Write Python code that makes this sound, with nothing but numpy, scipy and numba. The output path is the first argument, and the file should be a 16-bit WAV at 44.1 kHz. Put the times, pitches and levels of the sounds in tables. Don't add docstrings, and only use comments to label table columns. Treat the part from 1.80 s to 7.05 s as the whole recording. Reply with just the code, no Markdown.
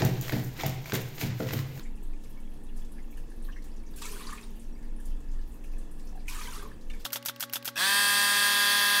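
import sys
import numpy as np
from scipy import signal
from scipy.fft import rfft, irfft
from scipy.io import wavfile
from scipy.ndimage import uniform_filter1d
from numba import njit

SR = 44100
rng = np.random.default_rng(int(sys.argv[2]) if len(sys.argv) > 2 else 0)


def generate_wav(sig):
    pcm = np.round(np.clip(np.atleast_2d(sig).T, -1, 1) * 32767).astype(np.int16)
    wavfile.write(sys.argv[1], SR, pcm)


def level_to_linear(level):
    exponent = np.asarray(level, float) / 20
    return 10 ** exponent


N = 231392
T = np.arange(N) / SR

# t/s, peak level/dB, centre f/Hz, bandwidth over
SPITTING_DROPS = [(0.029, -48, 7200, 0.14), (0.156, -52, 9400, 0.45), (0.226, -50.5, 8400, 0.22),
                  (0.328, -58, 6330, 0.26), (0.4095, -58, 7760, 0.52), (0.435, -49.5, 5350, 0.39),
                  (0.4944, -47, 12700, 0.77), (0.5791, -57, 13900, 0.14), (0.6015, -52.5, 9100, 0.36),
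                  (0.434, -51, 11400, 0.12), (0.702, -56, 10900, 0.3), (0.7342, -54, 10700, 0.2),
                  (0.834, -51, 9650, 0.36), (0.962, -45.5, 10000, 0.3), (0.972, -48, 6430, 0.58),
                  (0.51, -61, 9800, 0.3), (1.917, -54.5, 4950, 0.2), (1.0455, -50, 5300, 0.78),
                  (1.117, -46.5, 10200, 0.32), (0.233, -55, 12000, 0.39), (1.308, -48, 12500, 0.6),
                  (1.37, -46, 8370, 0.9), (1.499, -50.5, 9600, 0.17), (1.5599, -53, 11900, 0.35),
                  (1.622, -47, 9000, 0.23), (1.645, -44.5, 13500, 0.3), (1.719, -51, 5740, 0.12),
                  (1.764, -53.5, 5600, 0.14), (1.8206, -49, 4900, 0.5), (1.84, -45.5, 9350, 0.93),
                  (1.963, -51, 5800, 0.37), (2.0637, -50, 6130, 0.15), (2.1075, -48, 13100, 0.41),
                  (2.7591, -48, 12500, 0.49), (2.7945, -45.5, 8500, 0.28), (3.025, -53, 5130, 0.69),
               (3.16, -53, 9500, 0.088), (3.355, -66, 13500, 0.12), (3.305, -60, 9800, 0.1),
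               (4.395, -51, 4770, 0.25), (3.1988, -48, 9600, 0.44), (3.251, -49, 7000, 0.44),
               (3.2552, -44.5, 10000, 0.47), (3.61, -53, 4530, 0.45), (3.74, -50, 12500, 0.3),
               (3.403, -53, 7200, 0.41), (3.4865, -56, 5140, 0.1), (3.514, -49, 6300, 0.43),
               (3.674, -49.5, 13900, 0.67), (3.72, -52, 8860, 0.37), (3.839, -48, 8840, 0.97),
               (3.915, -51.5, 5540, 0.26), (3.982, -46.5, 8600, 0.4), (4.111, -48.5, 9500, 0.31),
               (4.1936, -47.5, 5800, 0.93), (4.2507, -50, 10900, 0.39), (4.271, -46.5, 5640, 0.28),
               (4.356, -51.5, 10200, 0.57), (5.099, -46.5, 6100, 0.79), (5.134, -47.5, 4930, 0.84),
               (5.202, -47, 5100, 0.43)]
FILL_DROPS = SPITTING_DROPS


def level(x, db):
    return x * level_to_linear(db) / np.sqrt(np.mean(x ** 2))


def colour(x, points):
    hz, db = np.transpose(points)
    f = np.maximum(np.fft.rfftfreq(N, 1 / SR), 1)
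    return irfft(rfft(x) * level_to_linear(np.interp(np.log(f), np.log(hz), db)), N)


def band(x, hz, width_hz):
    f = np.fft.rfftfreq(len(x), 1 / SR)
    detuning = (f ** 2 - hz ** 2) / (np.maximum(f, 1) * width_hz)
    return irfft(rfft(x) / (1 + 1j * detuning), len(x))


def walk(rate):
    k = int(SR / rate)
    held = np.repeat(rng.standard_normal(N // k + 1), k)
    return uniform_filter1d(uniform_filter1d(held, k), k)[:N]


def patchy(x, lo_hz, patchy_db, rate, count):
    place = 3 * np.log2(np.maximum(np.fft.rfftfreq(N, 1 / SR), 1) / lo_hz)
    out = np.zeros(N)
    for k in range(count):
        third_octave = irfft(rfft(x) * np.clip(1 - abs(place - k), 0, 1), N)
        out += level_to_linear(patchy_db * walk(rate)) * third_octave
    return out


def swells(rows, rest_db):
    power = level_to_linear(rest_db) ** 2
    for s, db, half_s in rows:
        power = power + level_to_linear(db) ** 2 * np.exp(-((T - s) / half_s) ** 2)
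    return np.sqrt(power)


def decay_factor(t60_s):
    return np.exp(-np.log(1000) / (np.maximum(t60_s, .01) * SR))


@njit
def grains(start, hz, decay, glide, size):
    out = np.zeros(N)
    for k in range(len(start)):
        step = 2 * np.pi * hz[k] / SR
        a, soft, phase, i = 1., 1., 0., start[k]
        while a > .003 and i < N:
            out[i] += size[k] * a * (1 - soft) * np.sin(phase)
            phase += min(step * (1 + glide[k] * (1 - a)), 3.)
            a *= decay[k]
            soft *= 1 - step / 12
            i += 1
    return out


def froth(count, lo_hz, hi_hz, cycles, scatter_db, rise):
    when, pitch, size = rng.random((count, 3)).T
    hz = lo_hz * (hi_hz / lo_hz) ** pitch
    decay = np.exp(-hz / (cycles * SR))
    rain = grains((when * N).astype(np.int64), hz, decay, rise + 0 * hz, level_to_linear(scatter_db * size))
    return level(rain, 0)


def drone(hz, width_hz, db):
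    steady = np.clip(1.6 - 1.61 * width_hz / 7.17, 0, .95)
    rough = level(band(band(rng.standard_normal(N), hz, width_hz), hz, width_hz), 0)
    tone = np.sin(2 * np.pi * np.cumsum(hz + 1.216 * walk(6)) / SR)
    return level_to_linear(db) * (np.sqrt(1 - steady) * rough + np.sqrt(2 * steady) * tone)


def duct_throb():
    # t/s, level/dB, half length/s
    throbs = [(0.09, -29.5, 0.056), (0.31, -29, 0.063), (0.7, -35.5, 0.28), (1.0, -30.5, 0.078),
              (1.25, -35, 0.07), (1.4, -31, 0.032), (1.65, -30.5, 0.044), (2.0, -35.5, 0.48),
              (2.49, -30.5, 0.033), (2.7, -35, 0.049), (2.89, -30.5, 0.048), (3.12, -32, 0.079),
              (3.32, -26, 0.053), (3.57, -26.5, 0.077), (3.95, -31, 0.06), (4.35, -33, 0.37),
              (4.75, -40.5, 0.18), (5.12, -30.5, 0.069)]
    throb = np.sin(2 * np.pi * np.cumsum(19.8 + 2.304 * walk(4.5)) / SR)
    return level(throb, 0) * swells(throbs, rest_db=-48)


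def ventilation():
    # f/Hz, level/dB per Hz
    air_spectrum = [(35, -15), (60, -11), (98, -12), (152, -8.5), (232, -12.5), (369, -12.5), (477, -17.5),
                    (616, -21), (873, -20.5), (1490, -41.5), (1680, -29.5), (2730, -45.5), (4060, -62),
                    (9830, -46), (15700, -48)]
    # f/Hz, bandwidth/Hz, rms level/dB
    duct_modes = [(116.2, 7, -62.5), (150.3, 13.4, -68), (192.1, 5.3, -62.5), (227, 4.23, -57.5),
                  (235.8, 4.5, -61), (271, 7.6, -66), (293.2, 3.8, -61), (311.4, 7.2, -67.5),
                  (335, 8, -66.5), (402, 13.5, -72), (446, 7.8, -76.5), (473.8, 5, -69), (525.8, 3.3, -72)]
    out = level(colour(rng.standard_normal(N), air_spectrum), -57) + duct_throb()
    for row in duct_modes:
        out += drone(*row)
    # f/Hz, bandwidth/Hz, rms level/dB
    for hz, width_hz, db in [(34.6, 13.4, -49.5), (50.3, 8.4, -57), (58.7, 7, -54.5), (21.6, 4.5, -47.5)]:
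        out += level(band(band(rng.standard_normal(N), hz, width_hz), hz, width_hz), db)
    return out


def flow():
    # t/s, flow level/dB, froth relative to flow/dB
    pours = [
        [(0.0, -50, 8.5), (0.05, -62, -18), (0.12, -87, 13), (0.17, -85, 3)],
        [(2.12, -83, 14), (2.18, -47, -20), (2.21, -50, -28), (2.22, -37, -14), (2.26, -46, -6.5),
         (2.4, -45, -4), (2.56, -49.5, 1.5), (2.64, -57.5, -2), (2.76, -62.5, -20)],
        [(4.45, -76, -2), (4.49, -41.5, -11), (4.5, -39.5, -20), (4.51, -42.5, -4), (4.66, -40, -7),
         (4.69, -46, -2), (4.76, -42.5, -5), (4.86, -56, 0.5), (4.94, -65.5, 6)],
        [(5.16, -72, 16), (5.22, -54, -14), (5.25, -79, -4)],
    ]
    stir_db, stir_lag_s, stir_s = -18, 0.037, 0.034
    stirs = [(s + stir_lag_s, db + stir_db, stir_s) for s, db, _, _ in FILL_DROPS]
    spraying = swells(stirs, rest_db=-71.5)
    frothing = level_to_linear(-62.5 - 0.5 * walk(6.9))
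    for s, db, share_db in map(np.transpose, pours):
        gush = level_to_linear(np.interp(T, s, db)) * (T <= s[-1]) * (T >= s[0])
        spraying = np.hypot(spraying, gush)
        frothing = np.hypot(frothing, gush * level_to_linear(np.interp(T, s, share_db)))
    return spraying, frothing


def spray(spraying):
    # f/Hz, level/dB per Hz
    splash = [(1530, -7), (2600, -1.5), (2820, -1.5), (3140, 0), (3840, -2), (9330, -3.5), (15700, -10)]
    fine = froth(count=40000, lo_hz=2000., hi_hz=17160.0, cycles=7.7, scatter_db=0.0, rise=0.055)
    fine = patchy(signal.lfilter([1, -1], [1], fine), 2000., 3.6, 30, count=11)
    fine = level(colour(fine, splash), -5.0)
    fizz = level(patchy(colour(rng.standard_normal(N), splash), 3200., 4.5, 24, count=8), -72)
    return spraying * fine + fizz


def crackle(spraying):
    ticks = froth(count=1400, lo_hz=4950.0, hi_hz=15200.0, cycles=0.95, scatter_db=31, rise=0.077)
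    return level_to_linear(-19.5) * np.hypot(spraying, level_to_linear(-62)) * ticks


def flecks():
    return level_to_linear(-81) * froth(count=420, lo_hz=2600., hi_hz=14460.0, cycles=36.0, scatter_db=34, rise=0.017)


def jar(coarse, frothing):
    # f/Hz, bandwidth/Hz, level/dB
    jar_modes = [(420.6, 42, 0), (1150, 1180, 10), (1800, 176, 8), (2270, 210, -9), (2780, 120, -7)]
    # t/s, level/dB, half length/s
    gulps = [
        (2.36, -54.5, 0.14),
        (2.6, -58, 0.061),
        (4.02, -58, 0.1),
        (4.31, -67, .06),
        (4.65, -53, 0.035),
        (4.82, -49.5, 0.05),
    ]
    ring = level(sum(level_to_linear(db) * band(coarse, hz, width_hz) for hz, width_hz, db in jar_modes[1:]), -7.0)
    column_hz, column_width_hz, _ = jar_modes[0]
    column = level(band(rng.standard_normal(N), column_hz, column_width_hz), -3.6)
    return frothing * ring + swells(gulps, rest_db=-68) * column


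def measure(coarse):
    # f/Hz, bandwidth/Hz, rms level/dB
    cup_modes = [(1720, 35, -80), (2250, 650, -84.5), (2604, 150, -79), (3360, 23, -85)]
    return sum(level(band(coarse, hz, width_hz), db) * level_to_linear(0.7 * walk(22.5)) for hz, width_hz, db in cup_modes)


def stream():
    spraying, frothing = flow()
    coarse = froth(count=9000, lo_hz=810.0, hi_hz=3955.0, cycles=3.37, scatter_db=8.5, rise=0.081)
    return spray(spraying) + crackle(spraying) + flecks() + jar(coarse, frothing) + measure(coarse)


def ringing(rows):
    rise = 0.0078
    s, db, hz, t60_s = np.transpose(rows)
    start = (s * SR).astype(np.int64)
    return grains(start, hz * (1 - rise), decay_factor(t60_s), rise + 0 * hz, level_to_linear(db + 4.5))


def lone_bubbles():
    # t/s, peak level/dB, f/Hz, t60/s
    bubble_pings = [(0.001, -48, 1076, 0.016), (0.155, -62, 5300, 0.015), (0.233, -53, 11972, 0.016),
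                    (0.444, -57, 7450, 0.015), (0.445, -63, 8311, 0.03), (0.457, -54, 2239, 0.015),
                    (0.512, -63.1, 9819, 0.02), (0.675, -56, 2300, 0.015), (0.695, -68.2, 4823, 0.02),
                    (1.0, -60, 7622, 0.015), (1.004, -60, 7321, 0.02), (1.021, -56, 3402, 0.025),
                    (1.129, -69.4, 13900, 0.015), (1.135, -68, 10900, 0.02), (1.182, -49, 1690, 0.02),
                    (1.229, -60, 7100, 0.025), (1.318, -65, 12704, 0.035), (1.764, -60.8, 5900, 0.015),
                    (1.823, -64.2, 11929, 0.02), (1.842, -60.3, 12747, 0.015), (1.843, -64, 8914, 0.015),
                    (1.916, -62, 5297, 0.015), (1.917, -60, 4740, 0.015), (1.966, -71.2, 11283, 0.04),
                    (2.0, -60, 4435, 0.02), (2.032, -67.2, 9733, 0.051), (2.036, -54.5, 2270, 0.017),
                    (2.046, -71.6, 10938, 0.015), (2.086, -64, 4780, 0.035), (2.706, -59, 13436, 0.025),
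                    (2.924, -67, 5670, 0.091), (2.952, -63, 4800, 0.045), (2.99, -64, 7019, 0.025),
                    (3.045, -61, 10938, 0.015), (3.046, -71.3, 12144, 0.02), (3.05, -72.8, 14125, 0.065),
                    (3.164, -59, 9840, 0.03), (3.2, -64.6, 14384, 0.015), (3.256, -52, 9733, 0.025),
                    (3.403, -66, 11886, 0.016), (3.623, -66.1, 6200, 0.025), (3.719, -61, 7200, 0.015),
                    (3.926, -60, 13738, 0.015), (3.982, -59.3, 8096, 0.015), (4.115, -67.2, 14298, 0.025),
                    (4.264, -65.9, 13608, 0.015), (4.376, -54, 1650, 0.024), (4.405, -58, 2310, 0.025),
                    (2.137, -57, 4800, 0.02), (2.14, -56.8, 1690, 0.035), (2.16, -57.7, 7192, 0.015),
                  (2.171, -46.5, 10809, 0.015), (2.187, -51, 7321, 0.02), (2.188, -53.6, 6700, 0.043),
                  (2.223, -47.3, 7708, 0.015), (2.263, -43, 4060, 0.016), (2.315, -44, 9300, 0.015),
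                  (2.321, -51.7, 12316, 0.015), (2.466, -52.6, 9948, 0.025), (2.469, -52, 9560, 0.05),
                  (2.532, -48, 10422, 0.015), (2.576, -55, 2480, 0.026), (2.613, -54, 7400, 0.02),
                  (2.63, -62.4, 12058, 0.015), (2.631, -59.8, 5200, 0.02), (2.631, -55, 4780, 0.035),
                  (2.636, -58, 9600, 0.08), (2.637, -57, 8268, 0.03), (4.459, -65.5, 7800, 0.015),
                  (4.495, -41, 11412, 0.015), (4.498, -45, 9948, 0.035), (4.587, -40.5, 1236, 0.075),
                  (4.634, -50, 5555, 0.04), (4.634, -45, 4392, 0.045), (4.731, -49.5, 9000, 0.035),
                  (4.736, -43, 4349, 0.015), (4.743, -49.0, 7019, 0.015), (4.747, -55, 5641, 0.095),
                  (4.823, -60, 11929, 0.03), (4.877, -55, 12900, 0.021), (4.878, -65.7, 13824, 0.015),
                  (4.939, -59, 4651, 0.022), (4.943, -62, 9700, 0.015), (5.099, -66.0, 14039, 0.025),
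                  (5.101, -64, 13608, 0.03), (5.102, -57, 9130, 0.015), (5.102, -41, 2250, 0.018),
                  (5.149, -67.3, 13738, 0.02), (5.151, -65, 11400, 0.05), (5.152, -71.9, 14168, 0.02),
                  (5.197, -63, 4700, 0.065), (5.201, -57, 13695, 0.02), (5.208, -61, 9087, 0.016),
                  (5.208, -56, 3430, 0.015), (5.209, -62.5, 10077, 0.025), (5.21, -60.7, 7407, 0.015)]
    return ringing(bubble_pings)


def bubbles():
    # t/s, peak level/dB, f/Hz
    trickle_bubbles = [(0.006, -48, 3180), (0.048, -59, 2170), (0.166, -51, 810), (0.573, -51, 2250),
                       (0.085, -47, 2160), (1.015, -52, 1800), (1.161, -45, 1690), (1.183, -56, 2000),
                       (1.376, -46, 1720), (1.515, -45, 1720), (1.682, -40, 1114), (1.688, -35.5, 1680),
                       (1.76, -40, 1720), (1.775, -44, 2000), (3.03, -47.5, 1654), (3.195, -45, 1736),
                       (3.313, -49, 708), (3.59, -49, 1720), (3.837, -49, 2280), (3.969, -47, 1720),
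                       (4.06, -52, 1720), (4.325, -41, 760), (4.35, -36.5, 767), (4.372, -39, 738),
                       (5.139, -39.5, 1720)]
    # t/s, peak level/dB, f/Hz, t60/s
    glugs = [(2.183, -49, 2290, 0.025), (2.219, -33, 1202, 0.066), (2.333, -41, 1150, 0.038),
             (2.358, -35, 1500, 0.049), (2.395, -41, 2430, 0.086), (2.406, -26.5, 1110, 0.032),
             (2.463, -34, 1080, 0.035), (2.49, -31, 1150, 0.041), (2.49, -35, 1450, .04),
             (2.521, -29, 1150, 0.036), (2.521, -31.5, 1800, 0.028), (2.225, -35, 1236, 0.055),
             (4.66, -47, 4370, 0.03), (4.618, -33, 3270, 0.033), (4.945, -52, 3130, 0.04),
             (2.576, -32.5, 2440, 0.038), (2.633, -44, 915, 0.035), (2.471, -36, 1150, 0.044),
             (2.274, -37, 1770, 0.05), (2.555, -51, 3460, 0.023), (4.481, -20, 2446, 0.025),
             (4.511, -43, 1050, 0.064), (4.543, -34, 940, 0.027), (4.575, -38, 1090, 0.05),
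             (4.613, -32, 1240, 0.056), (4.726, -34.5, 1320, 0.04), (4.762, -24, 1225, 0.035),
             (4.825, -25, 1150, 0.019), (4.852, -33.5, 1090, 0.051), (4.913, -40, 1705, 0.035)]
    s, db, hz, t60_s = np.transpose([(*row, 0.038) for row in trickle_bubbles] + [*glugs])
    out = np.zeros(N)
    for lag_s, ratio, twin_db in [(0., 0.99, -7.5), (.005, 0.93, -8.5), (.011, 1.03, -14.5)]:
        start = ((s + lag_s) * SR).astype(np.int64)
        out += grains(start, hz * ratio, decay_factor(t60_s), 0.045 + 0 * hz, level_to_linear(db + twin_db))
    return level_to_linear(4 * walk(160)) * out


def spits(drops, rise_s, count=9):
    out, t = np.zeros(N + 8192), np.arange(8192) / SR
    for (s, db, hz, t60_s, share), noise in zip(drops, rng.standard_normal((len(drops), 8192))):
        width_hz = max(share, .05) * hz
        burst = level(band(band(noise, hz, width_hz), hz, 2 * width_hz), db - 11.5)
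        envelope = (1 - np.exp(-t / rise_s)) * np.exp(-np.log(1000) * t / max(t60_s, .01))
        i = int(s * SR)
        out[i:i + 8192] += burst * envelope
    s, db, hz, t60_s, share = np.repeat(np.transpose(drops), count, axis=1)
    late, off = rng.random((len(s), 2)).T
    late_s = 0.26 * t60_s * late ** 1.4
    hz = np.minimum(hz * (1 + .8 * share * (2 * off - 1)), .4 * SR)
    size = level_to_linear(db - 15 - 40 * late_s / t60_s)
    start = ((s + late_s) * SR).astype(np.int64)
    return out[:N] + grains(start, hz, np.exp(-hz / (24 * SR)), .03 + 0 * hz, size)


def fill_spits():
    sprays = [(s, db, hz, .17, share) for s, db, hz, share in FILL_DROPS]
    snaps = [(s, db - 6, hz, .025, min(1.2 * share, 1)) for s, db, hz, share in FILL_DROPS]
    return spits(sprays, rise_s=0.0011) + spits(snaps, rise_s=0.0008, count=1)


def plops():
    # t/s, peak level/dB, centre f/Hz
    large_drops = [(0.0503, -40, 2127), (0.17, -47, 2610), (0.3306, -49.5, 2240), (0.8905, -51, 2810),
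                   (1.1837, -42.5, 2000), (1.324, -50, 2420), (1.371, -47, 2830), (1.6454, -46.5, 3960),
                   (1.723, -43, 2920), (1.7604, -41, 2000), (2.138, -49, 3580), (2.1835, -40, 2620),
                   (2.2194, -35, 3840), (2.2461, -31.5, 2350), (2.3446, -45, 2230), (2.4682, -32.5, 4660),
                   (2.5775, -41, 2290), (2.6314, -42.5, 3700), (2.7611, -49.5, 2910), (2.9576, -49.5, 2220),
                   (3.027, -48, 1980), (3.3144, -47.5, 2820), (3.8377, -46.5, 2620), (3.934, -49, 2450),
                   (4.455, -49, 2180), (4.481, -27.5, 2460), (4.6109, -35, 2250), (4.7371, -52, 4560),
                   (5.1, -42, 2270), (5.1347, -43, 2280)]
    t60_s, share = 0.077, 0.141
    return spits([(*row, t60_s, share) for row in large_drops], rise_s=0.0014)


def clinks():
    # t/s, peak level/dB, f/Hz, t60/s
    metal_rings = [(.574, -59.5, 2260, 0.11), (0.65, -68.5, 3350, 0.17), (.887, -65, 3400, .08),
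                   (4.481, -42.5, 2950, 0.028), (4.482, -36.5, 2200, 0.029), (1.183, -61, 2400, 0.045),
                   (2.219, -49, 1250, 0.078), (5.099, -45, 2800, .05), (5.1, -52, 2900, .05),
                   (5.099, -56, 3000, 0.074), (5.109, -54, 3600, 0.077), (5.105, -57.5, 1770, 0.092),
                   (5.146, -52, 2250, 0.037)]
    return ringing(metal_rings)


def air_hums():
    # t/s, peak level/dB, half length/s, f/Hz
    hum_rows = [
        (1.203, -56, 0.063, 333.7),
        (2.116, -57, 0.076, 330),
        (2.376, -49.5, 0.062, 401),
        (2.492, -63, 0.028, 411),
        (4.1, -57, .08, 335),
        (4.82, -49, .05, 402),
        (4.86, -50.5, .045, 440.4),
        (4.875, -58, 0.034, 575),
    ]
    out = np.zeros(N)
    for s, db, half_s, hz in hum_rows:
        out += level_to_linear(db) * np.exp(-((T - s) / half_s) ** 2) * np.sin(2 * np.pi * hz * T)
    return level_to_linear(2.8 * walk(44.95)) * out


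def slaps():
    # t/s, peak level/dB, centre f/Hz, t60/s, bandwidth over centre [1]
    slap_rows = [(2.16, -37.5, 10800, 0.23, 0.56), (2.2237, -46, 5300, 0.1, 0.35),
                 (2.252, -30, 7200, 0.16, 0.64), (2.3153, -36.5, 9800, 0.41, 0.27),
                 (2.527, -36.5, 9600, 0.063, 0.42), (2.608, -45, 7900, 0.19, 0.93),
                 (4.4796, -34, 9800, 0.27, 0.9), (4.6334, -40, 5400, 0.059, 0.69),
                 (4.8244, -40.5, 12000, 0.075, 0.43), (5.098, -42, 3040, 0.0385, 0.99),
                 (5.01, -49, 4600, 0.18, 0.96), (2.5763, -39, 2600, 0.051, 0.57)]
    return spits(slap_rows, rise_s=0.0011)


def gurgle():
    churn = froth(count=2600, lo_hz=897.7, hi_hz=11030.0, cycles=14., scatter_db=16, rise=0.051)
    spraying, _ = flow()
    return level_to_linear(-10 + 3.7 * walk(35)) * spraying * churn


def room(x):
    t60_s, room_db = .3, -10
    t = np.arange(SR // 2) / SR
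    tail = rng.standard_normal(len(t)) * np.exp(-np.log(1000) * t / t60_s) * (t > .004)
    tail /= np.sqrt(np.sum(tail ** 2))
    return x + level_to_linear(room_db) * signal.fftconvolve(x, tail)[:N]


def scene():
    liquid = stream() + lone_bubbles() + bubbles()
    liquid += fill_spits() + plops() + clinks() + air_hums() + slaps()
    return (ventilation() + room(liquid) + room(gurgle()))[None]


def top_cut(x):
    return signal.sosfilt(signal.butter(12, 15810, fs=SR, output="sos"), x)


def record(dry):
    low_pass = signal.ellip(8, .2, 70, 15650, fs=SR, output="sos")
    mix = signal.sosfilt(low_pass, dry)
    return top_cut(mix)


dry = scene()
out = record(dry)
generate_wav(out)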